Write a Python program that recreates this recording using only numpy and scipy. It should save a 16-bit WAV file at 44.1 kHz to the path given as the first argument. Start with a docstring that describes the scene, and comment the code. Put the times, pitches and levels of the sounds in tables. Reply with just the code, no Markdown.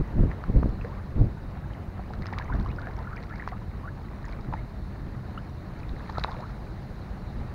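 """Floodwater lapping at a mud bank in the wind

Wind rumbles on a close microphone throughout: filtered noise, with a few hard gusts and thumps early on.
Far ripples make a noise wash, while crowds of tiny bubbles and drops follow the laps at the bank.
Wavelets slap the mud with pops and noisy cracks; larger bubbles are decaying tones that climb in pitch.
A faint hiss lies under it all, and the highest treble is cut off."""
import sys
import numpy as np
from scipy import signal
from scipy.fft import rfft, irfft, next_fast_len
from scipy.io import wavfile
from scipy.ndimage import uniform_filter1d, map_coordinates

SR = 44100
rng = np.random.default_rng(int(sys.argv[2]) if len(sys.argv) > 2 else 0)


def to_wav(sig):
    """Store sig (one row per channel, or 1-D mono) as 16-bit WAV at the path in sys.argv[1].

    Samples outside -1..1 are clipped; the rate is SR.
    """
    pcm = np.clip(np.atleast_2d(sig), -1, 1) * 32767
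    pcm = np.round(pcm).astype(np.int16)
    wavfile.write(sys.argv[1], SR, pcm.T)  # frames by channels


N = 332514  # length in samples

# tone colour of the sharp cracks of slaps and drops: pitch_hz [Hz], level_db [dB, shape only]
CRACK_COLOUR = [(300, -4), (900, 1.5), (2100, 9), (3100, -7.5), (4100, 3.5), (5200, -7.5), (6600, -17),
                (7800, -29), (9500, -32), (15000, -30)]
BUBBLE_RISE_PER_S = 12  # share of its starting pitch that a bubble climbs in a second


def amp(db):
    """Turn decibels into a gain."""
    return 10 ** (np.asarray(db) / 20)


def unit(x):
    """Scale x to an rms of 1."""
    return x / np.sqrt(np.mean(x ** 2) + 1e-20)


def along(points, hz):
    """Read a (Hz, dB) curve at the given frequencies, on a log frequency axis."""
    point_hz, point_db = np.transpose(points)
    return np.interp(np.log(hz + 1), np.log(point_hz + 1), point_db)


def curves(rows):
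    """Draw straight lines between the rows: one value per sample for each column after the time."""
    start_s, *columns = np.transpose(rows)
    return [np.interp(np.arange(N) / SR, start_s, column) for column in columns]


def wobble(rate):
    """A smooth random curve through `rate` random points a second."""
    points = rng.standard_normal(int(N * rate / SR) + 4)
    return map_coordinates(points, [np.arange(N) * rate / SR])


def filtered(x, response):
    """Multiply the spectrum of x by a response, a function of frequency in Hz."""
    size = next_fast_len(N + SR // 2)  # spare room so that tails do not wrap to the start
    spectrum = rfft(x, size)
    return irfft(spectrum * response(np.fft.rfftfreq(size, 1 / SR)), size)[:N]


def noise(colour, patchy_db):
    """Coloured noise of rms 1, with random louder and softer patches in time and pitch."""
    grid = signal.stft(rng.standard_normal(N), nperseg=512)[2]
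    patches = uniform_filter1d(rng.standard_normal(grid.shape), size=5, axis=0)
    patches = uniform_filter1d(patches, size=5, axis=1)
    patchy = signal.istft(grid * amp(patchy_db * unit(patches)), nperseg=512)[1][:N]
    return unit(filtered(patchy, lambda hz: amp(along(colour, hz))))


def click(colour, size=512):
    """A click of peak 1 with the given colour, its energy packed as early as possible."""
    gain = amp(along(colour, np.fft.rfftfreq(size, 1 / SR)))
    cepstrum = irfft(np.log(gain))
    # folding the second half onto the first removes any sound ahead of the click
    cepstrum[1:size // 2] *= 2
    cepstrum[size // 2 + 1:] = 0
    impulse = irfft(np.exp(rfft(cepstrum)))
    return impulse / np.abs(impulse).max()


def add(track, start_s, sound):
    """Mix a sound into the track at a time in seconds."""
    part = track[max(round(start_s * SR), 0):][:len(sound)]
    part += sound[:len(part)]


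def ring(hz, decay_ms, rise, soft):
    """A bubble's tone: its envelope swells to 1 and dies away while the pitch climbs by `rise` a second."""
    life = decay_ms / 1000
    t = np.arange(int(6 * life * SR) + 8) / SR
    swell = np.exp(-t / life) * (1 - np.exp(-t / (soft * life)))
    phase = 2 * np.pi * hz * (t + rise * t * t / 2)
    return swell / swell.max() * np.sin(phase)


def wind():
    """Moving air shakes the microphone: steady rumble, fluttering gusts, and pressure bumps of eddies."""
    # tone colour of the steady wind, then of the gusts: pitch_hz [Hz], level_db [dB, shape only]
    rumble_colour = [(15, -22.5), (28, -4), (39, -5.5), (52, 2), (66, -5.5), (90, -2), (112, -7.5),
                     (130, -4), (160, -11.5), (198, -8.5), (235, -17), (330, -19), (600, -39), (1500, -74)]
    gust_colour = [(12, -12.5), (28, 4), (70, -1), (140, -5.5), (220, -12), (400, -20), (800, -36.5),
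                   (2000, -59), (5000, -102)]
    # gusts: crest_s [s], level_db [dB rms at the crest, before flutter and overlap], rise_s [s]
    gust_rows = [(.006, -17.5, 0.0061), (0.207, -16.5, 0.028), (0.498, -17, 0.0075), (0.561, -19.5, 0.016),
                 (.648, -23.5, 0.041), (1.209, -18, 0.026), (2.19, -30.5, 0.017), (2.58, -27, 0.073),
                 (4.455, -32.5, 0.047), (5.08, -35, 0.017), (5.927, -30, 0.012), (7.385, -29.5, 0.016)]
    # eddies that thump the microphone: centre_s [s], level_db [dB peak before the leak],
    # half_ms [ms from the peak to half of it]
    eddy_rows = [(0.013, -11.5, 2), (0.209, -2.5, 1.6), (.500, -13, 0.75), (0.552, -10, 2.2),
                 (0.629, -10.5, 0.57), (0.66, -10.5, 0.72), (1.211, -9.5, 2.2)]
    breeze_db, sway_db, sway_per_s = -36, -0.5, 5
    gust_tail = 1.44  # a gust dies this many times more slowly than it builds
    t = np.arange(N) / SR
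    rumble = amp(breeze_db + sway_db * wobble(sway_per_s)) * noise(rumble_colour, patchy_db=0)

    power = 0
    for crest_s, level_db, rise_s in gust_rows:
        x = (t - crest_s) / rise_s
        away = np.maximum(-x, x / gust_tail)
        swell = 1 / np.cosh(np.minimum(away, 20))  # the limit avoids overflow
        power = power + (amp(level_db) * swell) ** 2
    flutter = amp(2.5 * wobble(90))
    gusts = np.sqrt(power) * unit(flutter * noise(gust_colour, patchy_db=0.5))

    bumps = np.zeros(N)
    for centre_s, level_db, half_ms in eddy_rows:
        bumps += amp(level_db) / (1 + ((t - centre_s) * 1000 / half_ms) ** 2)
    # the microphone leaks slow pressure, below about 25 Hz
    bumps = filtered(bumps, lambda hz: 1j * hz / (25 + 1j * hz))
    fade_in = np.minimum(t / 0.0017, 1)
    return (rumble + gusts + bumps) * fade_in


def open_water():
    """Countless far ripples merge into a wash of noise with a thin fizz on top."""
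    # open water: start_s [s], wash_db, fizz_db [dB rms before the trims below]
    water_rows = [(0.0, -46, -64), (2.12, -48, -66), (2.5, -47, -67), (3.74, -49, -65.5),
                  (5.86, -48, -63.5), (6.24, -47.5, -58.5), (6.49, -47.5, -62), (7.54, -47, -62.5)]
    # tone colour of the wash, then of the fizz: pitch_hz [Hz], level_db [dB, shape only]
    wash_colour = [(200, -6.5), (450, 0.5), (680, 0), (1150, -4), (1500, -8.5), (1850, -9), (2400, -16.5),
                   (3100, -23), (4500, -52), (8000, -48)]
    fizz_colour = [(2000, -10.5), (3200, -11), (3700, 1.5), (4100, 3), (4600, -2), (5500, -9.5),
                   (6800, -13.5), (7800, -25.5), (9400, -16.5), (12000, -36)]
    wash_db, fizz_db = curves(water_rows)
    sway_db = 0.85 * wobble(22)
    wash = amp(wash_db - 1.0 + sway_db) * noise(wash_colour, patchy_db=1.5)
    return wash + amp(fizz_db - 2.0) * noise(fizz_colour, patchy_db=2.0)


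def churn():
    """How hard water churns at the bank, as a gain: each lap swells, holds and drains away."""
    # wavelets that wash up the bank: full_s [s, when the hold begins],
    # level_db [dB gain, before overlap], hold_s [s]
    lap_rows = [(0.854, -55.5, 0.12), (2.297, -46.5, .3), (2.804, -48.5, 0.76), (4.27, -49.5, .12),
                (6.103, -45.5, 0.26)]
    attack_s, release_s = 0.19, 0.082  # time constants of the swell and the draining
    calm_db = -57  # churn between laps
    t = np.arange(N) / SR
    power = amp(calm_db) ** 2
    for full_s, level_db, hold_s in lap_rows:
        before = np.maximum(full_s - t, 0) / attack_s
        after = np.maximum(t - full_s - hold_s, 0) / release_s
        power = power + (amp(level_db) * np.exp(-before - after)) ** 2
    return np.sqrt(power)


def gurgle(count=2400):
    """Many small bubbles ring, denser and louder with the churn; smaller, higher ones tend to die sooner."""
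    middle_hz, spread = 1170, 0.782  # middle pitch, and the range either way as a natural log
    out, stir = np.zeros(N), churn()
    # more churn makes a moment more likely to be drawn
    times = np.interp(rng.random(count), np.cumsum(stir) / stir.sum(), np.arange(N) / SR)
    for start_s, (pitch, life, size, climb) in zip(times, rng.standard_normal((count, 4))):
        hz = middle_hz * np.exp(spread * np.tanh(pitch / 2))
        decay_ms = 1.53 * np.exp(0.72 * min(life, 2)) * np.sqrt(1300 / hz)
        rise = BUBBLE_RISE_PER_S + 6 * climb
        add(out, start_s, amp(5.9 * min(size, 1.7)) * ring(hz, decay_ms, rise, soft=0.22))
    # crowding already gives half of the swell, so the gain gives the other half
    return amp(-3.0) * np.sqrt(stir * stir.mean()) * unit(out)


def droplets(count=900):
    """Spray and bursting foam tick, louder with the churn: a sharp impact and a very short ring."""
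    rings, impacts = np.zeros(N), np.zeros(N)
    impact = click(CRACK_COLOUR)
    for when, (pitch, size) in zip(rng.random(count), rng.standard_normal((count, 2))):
        start_s = when * N / SR
        gain = amp(8.4 * min(size, 2))
        hz = 4300 * np.exp(.5 * np.tanh(pitch / 2))
        add(rings, start_s, gain * ring(hz, 0.84, 0, soft=0.34))
        add(impacts, start_s, gain * impact)
    return churn() * (amp(-23) * unit(rings) + amp(-19) * unit(impacts))


def slaps():
    """A wavelet shuts a pocket of air against the mud: a short pop, and a crack that trails off in spray."""
    # slaps: start_s [s], pitch_hz [Hz, air pocket], level_db [dB, pocket before softening],
    # crack_db [dB, spray before the trim and colouring below]
    slap_rows = [(0.315, 1820, -29, -42), (.439, 1230, -24.5, -38), (0.632, 1070, -22.5, -50),
                 (0.848, 1720, -31, -42), (2.136, 1380, -30, -35.5), (2.222, 2000, -43, -32.5),
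                 (2.258, 1310, -30, -30.5), (2.268, 5060, -34.5, -31), (2.329, 1470, -44, -31.5),
                 (2.386, 1980, -35, -22.5), (2.423, 1860, -33, -41), (2.552, 1500, -45, -41),
                 (2.871, 1560, -29, -46), (3.236, 4900, -60, -36), (3.476, 1060, -18.5, -31),
                 (3.488, 5400, -56, -31), (4.325, 3970, -51, -40), (4.537, 1720, -29, -35),
                 (5.893, 3830, -40, -44), (6.098, 1120, -27, -32), (6.183, 810, -16, -27),
                 (6.196, 4240, -36, -29), (6.2381, 2340, -26, -46), (6.2387, 3860, -19.5, -22.5),
                 (6.246, 980, -13, -38)]
    pocket_decay_ms = 0.75  # an air pocket against soft mud hardly rings
    pops, cracks = np.zeros(N), np.zeros(N)
    t = np.arange(SR // 20) / SR
    for start_s, pitch_hz, level_db, crack_db in slap_rows:
        add(pops, start_s, amp(level_db) * ring(pitch_hz, pocket_decay_ms, 0, soft=0.5))
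        fade = 0.27 * np.exp(-t / 0.0012) + 0.05 * np.exp(-t / 0.0099)
        spray = rng.standard_normal(len(t)) * fade
        spray[0] = 1  # the first hit
        add(cracks, start_s, amp(crack_db - 3.5) * spray)
    pops = filtered(pops, lambda hz: 1 / (1 + (hz / 7500) ** 6))  # soft mud rounds off the onset
    return pops + signal.fftconvolve(cracks, click(CRACK_COLOUR))[:N]


def plops():
    """Single large bubbles ring and climb in pitch as they near the surface."""
    # large bubbles: start_s [s], pitch_hz [Hz at the start], level_db [dB peak before the trim below
    # and the torn surface], decay_ms [ms]
    bubble_rows = [(.812, 2500, -40.5, 2.5), (.846, 433, -31, 10), (1.735, 2980, -43, 1.1),
                   (1.994, 710, -31, 3.2), (2.104, 780, -35, 6), (2.287, 1380, -34, 1.8),
                   (2.326, 830, -27.5, 3.4), (2.336, 1880, -28, 1.3), (2.379, 1110, -23, 1.5),
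                   (2.398, 970, -28, 1.8), (2.411, 1616, -32, 4.2), (2.499, 945, -31, 5.8),
                   (2.523, 1423, -30, 6.7), (2.545, 609, -33, 7.8), (2.66, 1036, -29, 3.3),
                   (2.785, 1380, -31.5, 5), (2.869, 647, -35, 9.1), (3.069, 1276, -35, 6.8),
                   (3.131, 1399, -31.5, 1.4), (3.168, 2230, -39, 2.6), (3.308, 1280, -34.5, 4.25),
                   (3.397, 1830, -32.5, 4.4), (3.423, 1720, -33.5, 2), (3.521, 676, -29.5, 4.4),
                   (3.532, 1195, -32, 3.4), (3.875, 1365, -36.5, 9.6), (4.243, 1670, -37.5, 2.5),
                   (4.279, 875, -36.5, 4.55), (4.526, 943, -28.5, 3.8), (4.538, 852, -22.5, 3.2),
                   (5.375, 1253, -32.5, 6.5), (5.377, 2760, -44, 5.1), (6.094, 840, -31.5, 4.9),
                   (6.158, 1253, -33, 2), (6.171, 1240, -30, 7.9), (6.279, 830, -32.5, 8),
                   (6.438, 1140, -33.5, 6)]
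    out = np.zeros(N)
    for start_s, pitch_hz, level_db, decay_ms in bubble_rows:
        add(out, start_s, amp(level_db - .5) * ring(pitch_hz, decay_ms, BUBBLE_RISE_PER_S, soft=0.2))
    return out


def glugs(count=6):
    """A hollow filling with water sheds a quick run of bubbles, which get smaller and so tend to go higher."""
    # filling hollows in the mud: start_s [s], length_s [s], first_hz [Hz], last_hz [Hz, where the run heads],
    # level_db [dB peak before trim, scatter and the torn surface]
    glug_rows = [(.895, .04, 870, 1050, -44), (0.969, .025, 993, 1450, -46), (2.544, .04, 1070, 1160, -45),
                 (2.669, .05, 1665, 2838, -48.5), (2.823, .06, 1390, 1710, -42.5),
                 (2.877, 0.032, 680, 929, -42), (2.969, .045, 827, 1050, -36),
                 (3.084, .08, 1030, 1496, -41), (3.317, .025, 1597, 1960, -44),
                 (3.512, .07, 950, 1350, -45), (3.832, .04, 974, 1190, -41.5),
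                 (4.559, .03, 1675, 2042, -47), (6.275, .07, 723, 1155, -39), (6.37, .09, 492, 1395, -36)]
    decay_ms, scatter_db, detune_spread = 6.1, 1.7, 0.029  # detune is a natural log
    rise = 0.755 * BUBBLE_RISE_PER_S
    out = np.zeros(N)
    for start_s, length_s, first_hz, last_hz, level_db in glug_rows:
        for k, (late, detune, size) in enumerate(rng.standard_normal((count, 3))):
            done = (k + .25 * late) / count  # share of the run that has passed
            hz = first_hz * (last_hz / first_hz) ** done * np.exp(detune_spread * detune)
            gain = amp(level_db - 2.5 + scatter_db * size)
            add(out, start_s + done * length_s, gain * ring(hz, decay_ms, rise, soft=0.24))
    return out


def torn_surface(x):
    """The torn surface above the larger bubbles roughens each ring and scatters it briefly."""
    rough, scatter_db, scatter_s = 0.28, -8.5, 0.0093  # depth of roughness; scatter level and decay time
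    x = x * (1 + rough * wobble(1200))
    t = np.arange(SR // 25) / SR
    scatter = rng.standard_normal(len(t)) * np.exp(-t / scatter_s)
    scatter = scatter / np.linalg.norm(scatter)
    return x + amp(scatter_db) * signal.fftconvolve(x * wobble(700), scatter)[:N]


def scene():
    """Wind and water add up at one microphone."""
    far = wind() + open_water()
    bank = gurgle() + droplets() + slaps()
    large_bubbles = torn_surface(plops() + glugs())
    return (far + bank + large_bubbles)[None]


def record(dry):
    """The recorder adds its own nearly even hiss and keeps nothing above its band limit."""
    # tone colour of the hiss: pitch_hz [Hz], level_db [dB, shape only]
    hiss_colour = [(1000, 0), (7000, 1.2), (8000, -2), (9400, 0.0048), (11500, -1), (15500, 2)]
    top_hz = 15750
    hiss = unit(filtered(rng.standard_normal(N), lambda hz: amp(along(hiss_colour, hz))))
    return filtered(dry[0] + amp(-72.0) * hiss, lambda hz: hz < top_hz)[None]


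dry = scene()
out = record(dry)
to_wav(out)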